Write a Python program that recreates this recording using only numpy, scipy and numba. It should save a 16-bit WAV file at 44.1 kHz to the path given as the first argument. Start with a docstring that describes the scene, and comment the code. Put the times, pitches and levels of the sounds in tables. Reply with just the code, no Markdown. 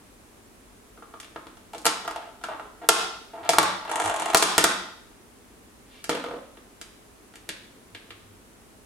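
"""A thin plastic lid is prised off a plastic bowl on a table, a metre from a stereo microphone.
Over the hush and low hum of a bare room, fingers tap the lid. Its rim creaks as it sticks and slips,
then snaps free tab by tab, and the hardest jolts make the bowl thump. Before the last snaps the rim
ticks over the ribs of the lip. After a soft hiss the lid lands to one side and rocks to rest.
Last, the bowl ticks in the hands and squeaks once."""
import sys
import numpy as np
from scipy import signal
from scipy.fft import rfft, irfft, next_fast_len
from scipy.io import wavfile
from numba import njit

SR = 44100
rng = np.random.default_rng(int(sys.argv[2]) if len(sys.argv) > 2 else 0)


def wav_record(signal):
    """Record a signal, one row per channel, as 16-bit PCM in the file named by sys.argv[1]."""
    frames = np.transpose(np.atleast_2d(signal))
    bounded = np.clip(frames, -1, 1)
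    # unit amplitude maps onto the largest positive 16-bit level
    quanta = np.round(bounded * 32767).astype(np.int16)
    wavfile.write(sys.argv[1], SR, quanta)


N = 390417


def undb(db):
    """Turn decibels (dB) into a number to multiply by."""
    return 10 ** (np.asarray(db) / 20)


def fade(t, fade_s):
    """A curve that dies away: the fade time is how long it takes to drop 60 dB."""
    return np.exp(-np.log(1000) * t / fade_s)


def bump(s, db, half_s):
    """A smooth rise and fall that peaks at second s."""
    return undb(db) * np.exp(-((np.arange(N) / SR - s) / half_s) ** 2)


def level_start(x):
    """Scale a sound so that its first 10 ms have an average (rms) level of 1."""
    return x / np.sqrt(np.mean(x[:SR // 100] ** 2))


def add(out, s, sound):
    """Mix a sound in at second s."""
    i = int(s * SR)
    out[i:i + len(sound)] += sound


def noise_band(size, low_hz, high_hz):
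    """Noise between two pitches, with an average level of 1."""
    sos = signal.butter(2, [low_hz, min(high_hz, .45 * SR)], "band", fs=SR, output="sos")
    noise = signal.sosfilt(sos, rng.standard_normal(size))
    return noise / np.sqrt(np.mean(noise ** 2))


def ring(tones, chance, spread_db, detune):
    """Struck plastic rings with its own tones; chance varies the strength, pitch and sign of each."""
    contact_s = .00076  # the soft plastic takes this long to let go
    t = np.arange(4096)[:, None] / SR
    hz, db, fade_s = np.transpose(tones)
    strength, bend, sign = chance[:, :len(hz)]
    gain = undb(db + spread_db * strength) * np.sign(sign) * (1 - np.exp(-t / contact_s))
    waves = np.sin(2 * np.pi * hz * (1 + detune * bend) * t)
    return (gain * fade(t, fade_s) * waves).sum(axis=1)


def crack(band, paths):
    """A click, smeared by waves that run round the thin wall on a few short paths."""
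    low_hz, high_hz, smear, longest_ms = band
    path_samples = np.ceil(paths * longest_ms * SR / 1000)
    delay = np.exp(-2j * np.pi * np.fft.rfftfreq(2048)[:, None] * path_samples)
    click = irfft(np.prod((delay - smear) / (1 - smear * delay), axis=1))  # delays some pitches more
    sos = signal.butter(3, [low_hz, high_hz], "band", fs=SR, output="sos")
    return level_start(signal.sosfilt(sos, click))


def blows(rows, low_tones=None, edge_band=None):
    """Each blow rings the rim and the body of the plastic and cracks in its wall and edge at once."""
    # Each row of both: pitch in Hz, level in dB, fade time in seconds.
    body_tones = [(307.6, -1, 0.04), (353, 0, 0.04), (445, 1, 0.039), (520, 1.5, 0.027)]
    rim_tones = [(657, 3, 0.035), (743, -1.5, 0.038), (866.4, -0.5, 0.038), (964, -5.5, 0.023),
                 (1050, -4, 0.03), (1201, -2.5, .02), (1256, 0, 0.024), (1341, 0, 0.023), (1451, -1, 0.021),
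                 (1600, -2.5, 0.015), (1887, 0, 0.017), (2190, -6.5, 0.013), (2770, -6.5, .012)]
    # Higher tones blur into bands. Each gives: low and high Hz, smear from 0 to 1, longest path in ms.
    wall_band = (1310, 3790, 0.56, 1.6)
    whole_edge = (3490, 12100, 0.39, .6)
    focus_db, focus_octaves = 8, .41  # rim tones far from a blow's focus pitch are weaker
    out = np.zeros((2, N))
    for s, rim_db, body_db, wall_db, edge_db, focus_hz in rows:
        chance = rng.standard_normal((2, 3, len(rim_tones)))
        paths = rng.uniform(.1, 1, (2, 3))
        focused = []
        for hz, db, fade_s in rim_tones:
            nearness = np.exp(-(np.log2(hz / focus_hz) / focus_octaves) ** 2)
            focused.append((hz, db - focus_db * (1 - nearness), fade_s))
        rim = ring(focused, chance[0], spread_db=2.5, detune=.012)
        body = ring(low_tones or body_tones, chance[1], spread_db=2.5, detune=.005)
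        sound = undb(rim_db) * rim / np.abs(rim).max() + undb(body_db) * level_start(body)
        add(sound, 0, undb(wall_db) * crack(wall_band, paths[0]))
        add(sound, 0, undb(edge_db) * crack(edge_band or whole_edge, paths[1]))
        add(out[0], s, sound)
        add(out[1], s + .00004 * rng.standard_normal(), sound)  # one side hears it a little sooner
    return out


def lid_blow(s, rim_db, edge_db, focus_hz):
    """One row for blows(): body and wall sit below the level midway between rim and edge."""
    middle_db = (rim_db + edge_db) / 2
    return s, rim_db, middle_db - 13.5, middle_db - 9.5, edge_db, focus_hz


def hush():
    """The steady hush of room and microphone, most alike left and right in the bass."""
    # Each row: pitch in Hz, relative level in dB.
    colour = [(12, -40.5), (20, -10), (49, -1.5), (77, -11), (158, -12.5), (234, -5), (377, -9.5),
              (410, -7), (499, -13.5), (1190, -16.5), (1530, -19), (1960, -20.5), (4670, -27),
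              (9950, -24.5), (16000, -36.5)]
    # Each row: pitch in Hz, likeness of left and right from 0 to 1.
    likeness = [(60, 0.61), (300, 0.7), (1000, 0.03), (2500, 0.03), (12000, 0)]
    size = next_fast_len(N)
    log_hz = np.log(np.maximum(np.fft.rfftfreq(size, 1 / SR), 1))
    db, alike = (np.interp(log_hz, np.log(hz), values) for hz, values in (zip(*colour), zip(*likeness)))
    spectrum = rfft(rng.standard_normal((2, size))) * undb(db) * np.sqrt([1 + alike, 1 - alike])
    shared, side = irfft(spectrum, size)[:, :N]
    return undb(-54) * np.array([shared + side, shared - side]) / np.sqrt(np.mean(shared ** 2))


def hum_and_thuds():
    """A faint hum near 100 Hz, with low, dull table thuds as the lid and bowl are handled."""
    # Each row: peak time in seconds, level in dB, half length in seconds.
    thuds = [(3.64, -50.5, 0.12), (4.072, -49, 0.04), (7.946, -60, 0.027), (8.3, -60.5, 0.2)]
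    return (undb(-70) + sum(bump(*thud) for thud in thuds)) * noise_band(N, 94, 105.8)


def finger_taps():
    """Fingers knock lightly on lid and bowl."""
    # Each row: start in seconds, rim, body, wall and edge levels in dB, focus pitch in Hz.
    taps = [(0.975, -42, -54, -64, -76, 1190), (1.023, -33, -52, -61, -72, 1190),
            (1.139, -31.5, -50.5, -57, -74, 1180), (1.2, -45, -59, -47.5, -43, 2000),
            (1.229, -52, -63, -50, -57, 2200), (1.245, -50, -63, -51, -57, 2200),
            (1.36, -27.5, -42, -49, -62, 1290), (1.468, -37, -47, -52, -60, 1100),
            (1.57, -45.5, -64, -60, -58, 950), (6.041, -41, -52, -43.5, -38.5, 1900),
            (6.571, -43.5, -52, -55.5, -66, 1300), (6.813, -40, -55, -44, -41.5, 1900),
            (7.337, -47.5, -63, -57, -64, 1900), (7.356, -46, -57, -49.5, -50, 1900),
            (7.49, -33, -43.5, -34.5, -36.5, 1900), (7.948, -43, -51, -41, -52, 1500),
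            (8.105, -42, -54, -43.5, -58, 1400)]
    return blows(taps)


def creaks():
    """The rim sticks and slips at uneven gaps; each creak starts softly, grips, then weakens."""
    # Each row: start and length in seconds, rim, body and edge levels in dB, focus pitch in Hz.
    spells = [(1.729, .05, -45, -47.5, -65, 900), (2.033, 0.082, -43, -54, -78, 900),
              (2.153, .14, -36.5, -58.5, -75.5, 800), (2.422, 0.043, -43, -63, -63, 1000),
              (2.488, 0.058, -28.5, -51, -77, 950), (2.601, 0.064, -54, -54, -79, 900),
              (2.811, 0.036, -32.5, -48.5, -80.5, 800), (3.333, 0.082, -34.5, -51.5, -89, 800),
              (3.424, .06, -32.5, -52.5, -65.5, 850), (3.87, 0.24, -27, -62, -66.5, 890),
              (4.176, 0.16, -30.5, -55, -57.5, 900)]
    slips_per_s, sag_db_per_s = 170, 56
    grip_db, grip_s = -4.5, .018
    slips = []
    for start, length, rim_db, body_db, edge_db, focus_hz in spells:
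        ages = np.cumsum(rng.lognormal(0, .35, size=100)) / slips_per_s
        uneven_db = rng.exponential(size=100) - 1
        changes_db = grip_db * np.exp(-ages / grip_s) - sag_db_per_s * ages + uneven_db
        wall_db = (rim_db + edge_db) / 2
        slips += [(start + age, rim_db + db, body_db + db, wall_db + db, edge_db + db, focus_hz)
                  for age, db in zip(ages, changes_db) if age < length]
    return blows(slips)


def snaps():
    """The lid snaps free of the bowl's lip, tab by tab."""
    # Each row: start in seconds, rim and edge levels in dB, focus pitch in Hz.
    tabs = [(1.733, -28.5, -52, 930), (1.747, -30, -47, 840), (1.78, -52, -45, 1000),
            (1.817, -61, -52, 1000), (1.847, -26.5, -46, 1300), (1.854, -13.5, -24, 1340),
            (1.864, -13, -20.5, 1200), (2.05, -29.5, -56, 1010), (2.077, -20, -42.5, 1370),
            (2.11, -28, -47.5, 900), (2.16, -23.5, -47, 780), (2.413, -40.5, -62, 1000),
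            (2.438, -23.5, -42, 1260), (2.486, -23.5, -60, 960), (2.596, -26.5, -59.5, 950),
            (2.8885, -6.5, -11, 1210), (2.8927, -5.5, -18, 1010), (3.334, -36.5, -68.5, 800),
            (3.376, -33, -75, 800), (3.449, -30, -58, 850), (3.491, -10, -21, 760), (3.533, -15, -32, 1000),
            (3.584, 0, -17.5, 1080), (3.629, -18, -28.5, 904.3), (3.851, -26.5, -57.5, 917.4),
            (4.333, -17.5, -41.5, 906), (4.346, 0.5, -13.5, 1020), (4.355, -15, -24, 900),
            (4.371, -33.5, -13, 806.7), (4.425, -5.5, -15, 960), (4.5799, -5.5, -16.5, 1340),
            (4.6407, -5, -15.5, 1249)]
    return blows(lid_blow(*tab) for tab in tabs)


def thumps():
    """The hardest jolts shake the full bowl on the table into a low, soft ring."""
    # Each row: pitch in Hz, level in dB, fade time in seconds.
    bowl_tones = [(104.5, -5.5, 0.099), (184.3, 2, 0.18)]
    # Each row: start in seconds, level in dB.
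    jolts = [(1.856, -42), (2.89, -38.5), (3.491, -44), (3.585, -32.5), (4.347, -33), (4.427, -40),
             (4.583, -37), (4.643, -34.5), (6.095, -45.5), (7.49, -49.5)]
    out = np.zeros(N)
    for s, db in jolts:
        thump = ring(bowl_tones, rng.standard_normal((3, 2)), spread_db=1.7, detune=.005)
        add(out, s, undb(db) * level_start(thump))
    return out


def rib_ticks():
    """The peeling rim ticks brightly over the ribs of the lip, about 50 a second."""
    # Each row: start in seconds, edge and rim peak levels in dB.
    ribs = [(3.8783, -42.5, -23), (3.8954, -28, -20), (3.914, -19.5, -19), (3.935, -35.5, -21),
            (3.957, -16.5, -18.5), (3.9773, -34.5, -22), (3.994, -30, -22.5), (3.9997, -17, -16),
            (4.0188, -22, -19), (4.0395, -24.5, -21.5), (4.0475, -22.5, -20), (4.0582, -18.5, -17.5),
            (4.0764, -20.5, -17.5), (4.0971, -20.5, -17.5), (4.111, -29.5, -17.5), (4.1405, -23.5, -20.5),
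            (4.1615, -21, -22), (4.1976, -19, -23.5), (4.2205, -21.5, -17), (4.2577, -20.5, -18),
            (4.2833, -27, -21), (4.3005, -22, -17.5)]
    # A rib's narrower crack: low and high Hz, smear from 0 to 1, longest path in ms.
    rib_band = (5870, 10860, .3, .4)
    peak_to_average_db = -17  # the crack's peak, spread over 10 ms
    ticks = [lid_blow(s, rim_db, peak_db + peak_to_average_db, focus_hz=894)
             for s, peak_db, rim_db in ribs]
    return blows(ticks, edge_band=rib_band)


def hiss():
    """A soft hiss just before the lid lands."""
    return bump(s=5.96, db=-58, half_s=.07) * noise_band(N, 1700, 4100)


def lid_landing():
    """The loose lid lands and rocks to rest, ringing with low tones of its own."""
    # Each row: start in seconds, rim, body, wall and edge levels in dB.
    bounces = [(6.093, -18.5, -25.5, -30, -30.5), (6.112, -26, -31, -36, -47), (6.128, -33, -35, -40, -53),
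               (6.150, -30, -31, -37.5, -45), (6.170, -30, -35, -45, -54), (6.196, -37, -40, -45, -55),
               (6.240, -25, -35, -43.5, -53.5), (6.262, -28, -34, -48, -60), (6.285, -33, -37, -51, -62),
               (6.310, -28, -35, -51, -64), (6.338, -31.5, -35, -56, -66), (6.365, -39, -38, -61, -70),
               (6.385, -44, -43, -62, -72)]
    # Each row: pitch in Hz, level in dB, fade time in seconds.
    lid_tones = [(272, -3, 0.055), (499.5, 5, 0.054), (610, -4.5, 0.033)]
    focus_hz = 1000
    return blows([(*bounce, focus_hz) for bounce in bounces], low_tones=lid_tones)


def squeak():
    """A short squeak on the bowl that slides down in pitch."""
    peak_s, hz, glide_hz_per_s = 7.5, 3580, -18000
    t = np.arange(N) / SR - peak_s
    return bump(peak_s, db=-51, half_s=.009) * np.sin(2 * np.pi * (hz + glide_hz_per_s * t / 2) * t)


def stereo_octave(hz, alike):
    """One second of noise, an octave wide, partly shared by left and right."""
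    shared, side = (noise_band(SR, hz / np.sqrt(2), hz * np.sqrt(2)) for _ in range(2))
    return np.sqrt((1 + alike) / 2) * shared + np.sqrt((1 - alike) / 2) * np.array([side, -side])


def set_energy(x, db):
    """Scale a stereo echo to a total energy in dB."""
    return undb(db) * x / np.sqrt(np.sum(x ** 2) / 2)


def room(sound):
    """Hands, dishes and table scatter the sound; two echoes and a tail follow, the treble dying first."""
    # Each row: pitch in Hz, fade time in seconds, relative level in dB, left-right likeness from 0 to 1.
    tail_bands = [(134, 0.35, 0, 0.8), (257, 0.6, 1.5, 1), (437, 0.67, -3, 0.7), (946, 0.63, 1.5, 0.45),
                  (1860, 0.61, 3, 0.2), (3860, 0.67, 1.5, 0.05), (7000, 0.42, -0.5, 0.77),
                  (13900, 0.12, -8, 0.2)]
    # The table top and a near wall. Each row: delay in seconds, level in dB.
    echoes = [(.0043, -8.5), (0.0126, -12)]
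    rise_s, scatter_fade_s = .0033, .11
    t = np.arange(SR) / SR
    tail, scatter = np.zeros((2, 2, SR))
    for hz, fade_s, db, alike in tail_bands:
        noise = undb(db) * np.sqrt(hz) * stereo_octave(hz, alike)
        tail += noise * fade(t, fade_s) * (1 - np.exp(-t / rise_s))
        scatter += noise[:, ::-1] * fade(t, scatter_fade_s) * (t > .001)
    response = set_energy(tail, db=-4.5) + set_energy(scatter, db=-5)
    for s, db in echoes:
        arrivals = int(s * SR) + rng.integers(-4, 5, size=2)  # one side hears it a little sooner
        response[[0, 1], arrivals] += undb(db)
    return signal.fftconvolve(sound[None], response, axes=1)[:, :N]


def scene():
    """All the plastic sounds, heard directly and through the room, over the hush, hum and thuds."""
    plastic = lid_landing() + snaps() + rib_ticks() + finger_taps() + creaks()
    plastic += thumps() + hiss() + squeak()
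    balance = undb([[.15], [-.15]])  # a touch louder on the left
    return plastic * balance + room(plastic[0]) + hush() + hum_and_thuds()


@njit
def follow_level(x, rise_s, fall_s):
    """Track how loud a sound is, rising fast and sinking slowly."""
    out, level = np.empty(len(x)), 0.
    for i in range(len(x)):
        level += (x[i] - level) / (SR * (rise_s if x[i] > level else fall_s))
        out[i] = level
    return out


def record(dry):
    """A limiter dips the level just after the loudest snaps, whose starts clip; rumble and top are cut."""
    limit_db, ceiling, low_hz, top_hz = -9, .88, 28, 16200
    level = follow_level(np.abs(dry).max(axis=0), rise_s=.0015, fall_s=.1)
    gain = np.minimum(1, undb(limit_db) / (level + 1e-9))
    limited = np.clip(dry * gain, -ceiling, ceiling)
    no_rumble = signal.sosfilt(signal.butter(2, low_hz, "high", fs=SR, output="sos"), limited)
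    return signal.sosfilt(signal.ellip(12, .2, 95, top_hz, fs=SR, output="sos"), no_rumble)


dry = scene()
out = record(dry)
wav_record(out)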